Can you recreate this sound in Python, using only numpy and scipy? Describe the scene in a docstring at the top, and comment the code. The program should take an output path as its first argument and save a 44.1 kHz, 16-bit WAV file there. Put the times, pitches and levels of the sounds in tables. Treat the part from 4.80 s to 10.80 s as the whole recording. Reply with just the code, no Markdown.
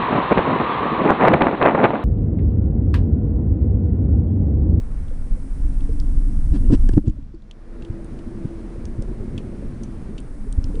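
"""A small camera in a waterproof case is carried through shallow water, its microphone sealed inside.
From the start, water pushes on the case, makes it drone and gurgles around it, over a faint hiss.
Soon the hand bumps the case; a few bubbles and sharp snaps, as of shrimp or grit, come and go.
Around two seconds the hand rubs and knocks, and the hardest blow makes the recorder turn itself down;
two thin, very short ticks of crackle follow. Later a faint hum swells and fades among bumps and snaps."""
import sys
import numpy as np
from scipy import signal
from scipy.fft import rfft, irfft
from scipy.io import wavfile
from scipy.ndimage import uniform_filter1d, minimum_filter1d

SR = 44100
rng = np.random.default_rng(int(sys.argv[2]) if len(sys.argv) > 2 else 0)


def dump(signal):
    """Clip the signal to [-1, 1] and save it as 16-bit WAV at the path in sys.argv[1]."""
    limited = np.clip(np.atleast_2d(signal).T, -1, 1)
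    pcm = np.round(limited * 32767).astype(np.int16)
    wavfile.write(sys.argv[1], SR, pcm)


N = 264600
TIME = np.arange(N) / SR

# the notes the case rings at: (pitch [Hz], relative level [dB], time to fade by 60 dB [s])
CASE_NOTES = [(211.5, -0.5, 0.1), (249.7, 5, 0.057), (310, -7, 0.17), (362, -18, 0.029)]
# how much the water churns: (time [s], gurgle level [dB])
WATER_CHURN = [(0, -52.5), (1.3, -81), (2.6, -59.5), (2.95, -51.5), (3.7, -46), (4.75, -44), (5.15, -51.5),
               (5.35, -47.5), (5.65, -61), (6, -53.5)]


def from_db(db):
    """Turn decibels into a number to multiply by."""
    return 10 ** (np.asarray(db) / 20)


def rms_one(x):
    """Scale a sound so that its average strength (rms) is 1."""
    return x / np.sqrt(np.mean(x ** 2) + 1e-20)


def in_time(rows):
    """Join a table's points with straight lines, giving each column a value at every sample."""
    times, *columns = np.transpose(rows)
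    return [np.interp(TIME, times, column) for column in columns]


def noise(colour):
    """Noise of strength 1; its colour table says how strong the low and high pitches are."""
    hz, db = np.transpose(colour)
    freqs = np.maximum(np.arange(N // 2 + 1) * SR / N, 1)
    shape = from_db(np.interp(np.log(freqs), np.log(hz), db))
    below = 1 + (hz.min() / freqs / np.sqrt(2)) ** 8
    above = 1 + (freqs / hz.max() / np.sqrt(2)) ** 8
    shape /= np.sqrt(below * above)   # fades beyond the table's ends
    return rms_one(irfft(rfft(rng.standard_normal(N)) * shape, N))


def drift(rate):
    """A random wobble of strength 1 that changes about `rate` times a second."""
    freqs = np.arange(N // 2 + 1) * SR / N
    return rms_one(irfft(rfft(rng.standard_normal(N)) / (1 + (freqs / rate) ** 2), N))


def evened(x, span_s):
    """Hold a noise at strength 1 over stretches longer than the span."""
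    power = uniform_filter1d(np.abs(signal.hilbert(x)) ** 2, max(int(span_s * SR), 1))
    return rms_one(x / np.sqrt(power + 1e-9))


def resonance(x, hz, width_hz):
    """Make a sound ring at one pitch; the narrower the width, the longer it rings."""
    r = np.exp(-np.pi * width_hz / SR)
    feedback = [1, -2 * r * np.cos(2 * np.pi * hz / SR), r * r]
    return signal.lfilter(np.array([1, 0, -1]) * (1 - r * r) / 2, feedback, x)


def band(x, centre_hz, width_hz):
    """Keep only the pitches near the centre."""
    edges = np.clip([centre_hz - width_hz / 2, centre_hz + width_hz / 2], 100, .45 * SR)
    return signal.sosfilt(signal.butter(3, edges, "band", fs=SR, output="sos"), x)


def around(when):
    """The samples within a quarter second of a moment, and their times counted from it."""
    near = np.flatnonzero(np.abs(TIME - when) < .25)
    return near, TIME[near] - when


def struck(t, rise_s, fade_s):
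    """The loudness of a hit: it rises smoothly until t = 0, then drops 60 dB every fade_s."""
    rise = np.exp(-(np.minimum(t, 0) / rise_s) ** 2)
    return rise * from_db(-60 * np.maximum(t, 0) / fade_s)


def buffeting():
    """Swirls of water push on the case in slow, lumpy waves."""
    # the water's push: (time [s], level [dB])
    push_levels = [(0, -22), (.45, -21.5), (.63, -27), (.8, -18.5), (1.2, -16), (1.65, -15), (2.05, -9.5),
                   (2.2, -13.5), (2.4, -19.5), (2.75, -34.5), (3.0, -32), (4.0, -32.5), (4.2, -25),
                   (4.7, -34), (5.55, -30), (5.72, -22.5), (6, -21)]
    # its deep rumble: (pitch [Hz], relative level [dB])
    push_colour = [(12, -1.5), (22, 9.5), (32, 8.5), (45, -2.5), (65, -5.5), (100, -18), (150, -19.5),
                   (300, -69)]
    level_db, = in_time(push_levels)
    return from_db(level_db) * evened(noise(push_colour), span_s=.12)


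def case_drone():
    """Water sliding past makes the case drone: a dull rumble, its lowest note and the air inside."""
    # the drone from the sliding water: (time [s], level [dB])
    drone_levels = [(0, -41.5), (.6, -38), (1.0, -36.5), (2.15, -33), (2.4, -32), (2.8, -47.5), (3.1, -37),
                    (3.9, -37.5), (4.6, -33), (5.55, -39), (6, -34)]
    # its dull rumble: (pitch [Hz], relative level [dB])
    rumble_colour = [(45, 1.5), (80, 4), (120, 3.5), (170, 0.5), (240, 3), (320, -9.5), (420, -26),
                     (560, -27), (800, -34.5)]
    # the air's note shifts with the grip: (time [s], pitch [Hz], relative level [dB])
    air_notes = [(0, 256, -6.5), (1.1, 282.6, 3), (2.4, 298, -8.5), (3.1, 326.2, -6.5), (3.8, 336.6, -5),
                 (4.4, 368, -4.5), (5.1, 340.8, -6.5), (5.7, 255.7, -2), (6, 295.4, 5.5)]
    drone_db, = in_time(drone_levels)
    air_hz, air_db = in_time(air_notes)
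    rumble = from_db(-0.24 + 2.76 * drift(13.3)) * evened(noise(rumble_colour), span_s=0.45)
    shell = evened(resonance(rng.standard_normal(N), CASE_NOTES[0][0], width_hz=14.0), span_s=0.41)
    phase = 2 * np.pi * np.cumsum(air_hz) / SR
    air = evened(drift(18) * np.cos(phase) + drift(22.0) * np.sin(phase), span_s=0.3)   # a wavering note
    return from_db(drone_db) * (rumble + from_db(-7.5) * shell + from_db(air_db - 6.0) * air)


def far_wash(usual_db=-52, churn_share=0.12):
    """Water moving further off, muffled by the case; it swells a little with the churn."""
    # the muffled water: (pitch [Hz], relative level [dB])
    wash_colour = [(250, -10), (400, 11.5), (550, 7.5), (750, 2), (1100, -0.5), (1600, -3), (2300, -9),
                   (3200, -20.5), (4300, -19.5), (7000, -26.5), (11000, -42)]
    churn_db, = in_time(WATER_CHURN)
    swell_db = churn_share * (churn_db - churn_db.mean())
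    return from_db(usual_db + swell_db + 0.52 * drift(28)) * noise(wash_colour)


def gurgle(bubbles_per_s=170, cycles=9, pitch_count=14):
    """Many small bubbles ring at random, the higher ones fainter; the case softens their starts."""
    level_db, = in_time(WATER_CHURN)
    out = np.zeros(N)
    for hz in np.geomspace(340, 640, pitch_count):
        born = rng.random(N) < bubbles_per_s / pitch_count / SR
        kicks = from_db(rng.uniform(-9.5, 0, N)) * rng.choice([-1, 1], N)
        out += (340 / hz) ** 4.7 * resonance(born * kicks + 1e-18, hz, width_hz=hz / cycles)
    return from_db(level_db) * rms_one(band(out, centre_hz=474, width_hz=500))


def hiss():
    """The microphone makes a faint noise of its own."""
    # how loud the hiss is: (time [s], level [dB])
    hiss_levels = [(0, -66), (.9, -62), (2.2, -59.5), (2.55, -78.5), (3.3, -69), (5.25, -68), (6, -62.5)]
    # its thin, high sound: (pitch [Hz], relative level [dB])
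    hiss_colour = [(2000, -27), (3500, -19), (5300, 1.5), (7000, -1), (8000, 4), (8900, 8), (10000, 6),
                   (11000, -14.5)]
    level_db, = in_time(hiss_levels)
    return from_db(level_db) * noise(hiss_colour)


def hand_bumps(best_ring_hz=131, fall_db_per_octave=12.5):
    """A soft blow squeezes the case in one swing and leaves it ringing, most near best_ring_hz."""
    # the hand's blows: (time [s], relative level [dB], pitch of the swing [Hz])
    blows = [(0.231, -15.5, 50), (0.525, -6.5, 26.8), (.858, -7, 37.6), (1.03, -25, 150),
             (1.38, -5.5, 33.2), (1.725, -8.5, 82), (1.738, -15, 180), (1.753, -10, 44), (1.928, -2, 127),
             (1.938, -7, 284), (2.095, -10.5, 243), (2.138, -7, 90), (2.172, -2, 91), (2.18, 11.5, 223),
             (2.28, 7, 101), (2.299, -3, 45), (3.105, -15, 86), (3.653, -10, 143.5), (4.054, -19.5, 56),
             (4.19, -13.5, 97), (4.407, -23.5, 89.5), (4.578, -18.5, 130), (4.88, -18, 21.7),
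             (5.786, -7, 61), (5.849, -16, 76)]
    out = np.zeros(N)
    for when, db, hz in blows:
        near, t = around(when)
        swing = -np.sin(2 * np.pi * hz * t) / np.cosh(t * hz / 0.29)
        ring = np.zeros(len(t))
        for note_hz, note_db, fade_s in CASE_NOTES:
            strength = from_db(note_db - 14 + 2 * rng.standard_normal())
            ring += strength * np.sin(2 * np.pi * note_hz * t) * struck(t, 0.0021, fade_s)
        ring_db = -fall_db_per_octave * abs(np.log2(hz / best_ring_hz))
        out[near] += from_db(db) * (swing + from_db(ring_db) * ring)
    return out


def snaps_and_ticks(rise_s=0.0007, ring_db=-2, fall_db_per_octave=5, tail_db=-19.5, tail_stretch=5.3):
    """Short bursts of ringing noise, each with one pitch above the rest and a faint, longer tail."""
    # The rows at 2.2813 and 2.299 s are two thin, very short ticks of crackle just after the hardest
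    # blow; the others are snaps in the water that ring the case wall.
    # (time [s], relative level [dB], strongest pitch [Hz], time to fade by 60 dB [s])
    clicks = [(.283, -47, 3200, 0.026), (1.007, -41.5, 2860, .02), (1.131, -45, 5400, .009),
              (1.2015, -28.5, 5200, 0.0037), (2.0911, -25.5, 5050, 0.0041), (2.2813, -24.5, 6570, 0.0021),
              (2.299, -27, 7000, .003), (2.426, -44, 2900, .019), (2.547, -44, 4800, 0.022),
              (2.622, -42, 3700, .012), (2.7122, -24.5, 3020, 0.013), (3.0233, -38.5, 3120, .02),
              (3.0495, -37, 3180, .02), (3.2455, -43, 9000, .015), (3.39, -40.5, 2850, .023),
              (4.0541, -30, 5940, 0.012), (4.223, -35.5, 5800, 0.014), (4.223, -37.5, 8960, .012),
              (4.579, -28, 2930, 0.032), (5.0342, -33, 6060, .022), (5.038, -48, 6250, 0.077),
              (5.3808, -30, 3050, 0.031), (5.388, -39, 2800, 0.018), (5.403, -39, 9000, .013),
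              (5.7263, -27.5, 8600, 0.011), (5.8423, -28.5, 4850, 0.011), (5.9545, -37, 3400, .012)]
    # the high notes in each click: (pitch [Hz], width [Hz], relative level [dB])
    ring_notes = [(1650, 500, -19), (2690, 630, -24), (3220, 850, 9), (4710, 130, 8), (5450, 1100, -2),
                  (7800, 2200, 3), (9300, 580, 6)]
    out = np.zeros(N)
    for when, db, hz, fade_s in clicks:
        near, t = around(when)
        main_noise, ring_noise = rng.standard_normal((2, len(t)))
        ring = np.zeros(len(t))
        for k, (note_hz, width_hz, note_db) in enumerate(ring_notes):
            # notes far from the click's pitch ring less
            strength = from_db(note_db - fall_db_per_octave * abs(np.log2(note_hz / hz)))
            ring += (-1) ** k * strength * resonance(ring_noise, note_hz, width_hz)
        main = evened(band(main_noise, hz, width_hz=990), span_s=0.0019)
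        crack = rms_one(main + from_db(ring_db) * evened(ring, span_s=0.0075))
        tail = from_db(tail_db) * struck(t, rise_s, tail_stretch * fade_s)
        out[near] += from_db(db - 9.5) * crack * (struck(t, rise_s, fade_s) + tail)
    return out


def bubbles(fade_cycles=31.3, pitch_rise=0.043):
    """A bubble rings briefly, rising a little in pitch; low ones ring longer."""
    # single bubbles: (time [s], peak level [dB], pitch [Hz])
    plops = [(.315, -38, 494), (.575, -38, 486), (1.094, -28, 440), (2.242, -19.5, 313), (2.245, -35, 575),
             (2.37, -41, 590), (2.388, -21.5, 272), (2.543, -20.5, 326), (3.194, -38, 570),
             (4.223, -36, 540), (4.401, -30, 410), (4.825, -36, 545), (5.291, -32.5, 377), (5.67, -35, 407),
             (5.904, -38.5, 520), (5.946, -29, 431), (5.975, -29.5, 454)]
    out = np.zeros(N)
    for when, db, hz in plops:
        near, t = around(when)
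        fade_s = fade_cycles / hz
        tone = np.sin(2 * np.pi * hz * t * (1 + pitch_rise * t / fade_s))
        out[near] += from_db(db) * tone * struck(t, 0.0025, fade_s)
    return out


def finger_rubs():
    """Skin sticks and slips on the plastic: a low shudder with a fine, even scratch on top."""
    # finger drags: (time [s], half length [s], shudder level [dB], scratch level [dB])
    drags = [(1.755, 0.016, -22, -48), (1.852, 0.024, -28, -64), (1.906, 0.0054, -15.5, -58),
             (1.924, 0.0086, -17.5, -45.5), (1.943, 0.0085, -14.5, -38), (2.137, 0.003, -32, -46),
             (2.177, 0.0023, -20, -53), (2.183, 0.0068, -4.5, -54), (2.277, .014, -16, -45.5)]
    # the low shudder: (pitch [Hz], relative level [dB])
    shudder_colour = [(100, -2.5), (180, 3.5), (250, 8), (310, 8.5), (380, -8.5), (500, -16.5),
                      (800, -29.5), (1400, -41), (2500, -58)]
    # the fine scratch: (pitch [Hz], relative level [dB])
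    scratch_colour = [(500, -3), (900, 12), (1250, -1), (1650, 5.5), (2050, -4.5), (2900, 1.5), (3500, -4),
                      (4000, -2.5), (4350, -6), (5000, -1.5), (6600, -14.5), (8300, -7), (11000, -29)]
    shudder = evened(noise(shudder_colour), span_s=0.012)
    scratch = evened(noise(scratch_colour), span_s=.002)
    out = np.zeros(N)
    for when, half_s, shudder_db, scratch_db in drags:
        near, t = around(when)
        swell = np.exp(-(t / half_s) ** 2 / 2)
        out[near] += swell * (from_db(shudder_db) * shudder[near] + from_db(scratch_db) * scratch[near])
    return out


def knocks():
    """Something hard meets the case with a short, dull crack."""
    # hard hits: (time [s], level [dB])
    hits = [(2.0915, -25), (2.1794, -16)]
    # their dull crack: (pitch [Hz], relative level [dB])
    crack_colour = [(350, 8.5), (550, 8), (1000, 3.5), (1250, -2.5), (1700, -2), (2400, -22), (3600, -20.5),
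                    (9000, -30)]
    crack = evened(noise(crack_colour), span_s=0.0039)
    out = np.zeros(N)
    for when, db in hits:
        near, t = around(when)
        out[near] += from_db(db) * crack[near] * struck(t, rise_s=0.00044, fade_s=.016)
    return out


def gain_control(x, limit_db=-1.5, react_s=0.0014, hold_s=0.41, recover_db_per_s=32.5):
    """A peak over the limit makes the recorder turn down at once, wait, then creep back up."""
    over_db = np.maximum(20 * np.log10(np.abs(x) + 1e-9) - limit_db, 0)
    hold = int(hold_s * SR)
    # the biggest overshoot within the last hold_s
    held_db = -minimum_filter1d(-over_db, hold, origin=(hold - 1) // 2, mode="constant")
    recovery_db = recover_db_per_s * TIME
    cut_db = np.maximum.accumulate(held_db + recovery_db, axis=-1) - recovery_db
    return x * from_db(-uniform_filter1d(cut_db, int(react_s * SR)))


def hum():
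    """The case hums faintly at a nearly steady pitch."""
    # how loud the hum is: (time [s], level [dB])
    hum_levels = [(2.6, -60), (3.05, -43.5), (3.8, -38.5), (4.3, -51.5), (5.25, -52.5), (5.6, -69)]
    level_db, = in_time(hum_levels)
    tone = resonance(rng.standard_normal(N), hz=333.8, width_hz=5.6)
    return from_db(level_db) * evened(tone, span_s=0.11)


def scene():
    """All the sounds add up in one channel, as heard inside the case."""
    background = buffeting() + case_drone() + hum() + gurgle() + far_wash()
    handling = hand_bumps() + finger_rubs() + knocks()
    return (background + handling + snaps_and_ticks() + bubbles() + hiss())[None]


def record(dry, cutoff_hz=10700):
    """The recorder turns down after the hardest blow, adds faint noise, rounds peaks and cuts treble."""
    # the recorder's own noise, never turned down: (pitch [Hz], relative level [dB])
    floor_colour = [(1500, 1), (3000, 2), (5500, 1), (10000, -14.5)]
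    x = gain_control(dry) + from_db(-74) * noise(floor_colour)
    rounded = x / (1 + x ** 6) ** (1 / 6)
    return signal.sosfilt(signal.ellip(10, .1, 70, cutoff_hz, fs=SR, output="sos"), rounded)


dry = scene()
out = record(dry)
dump(out)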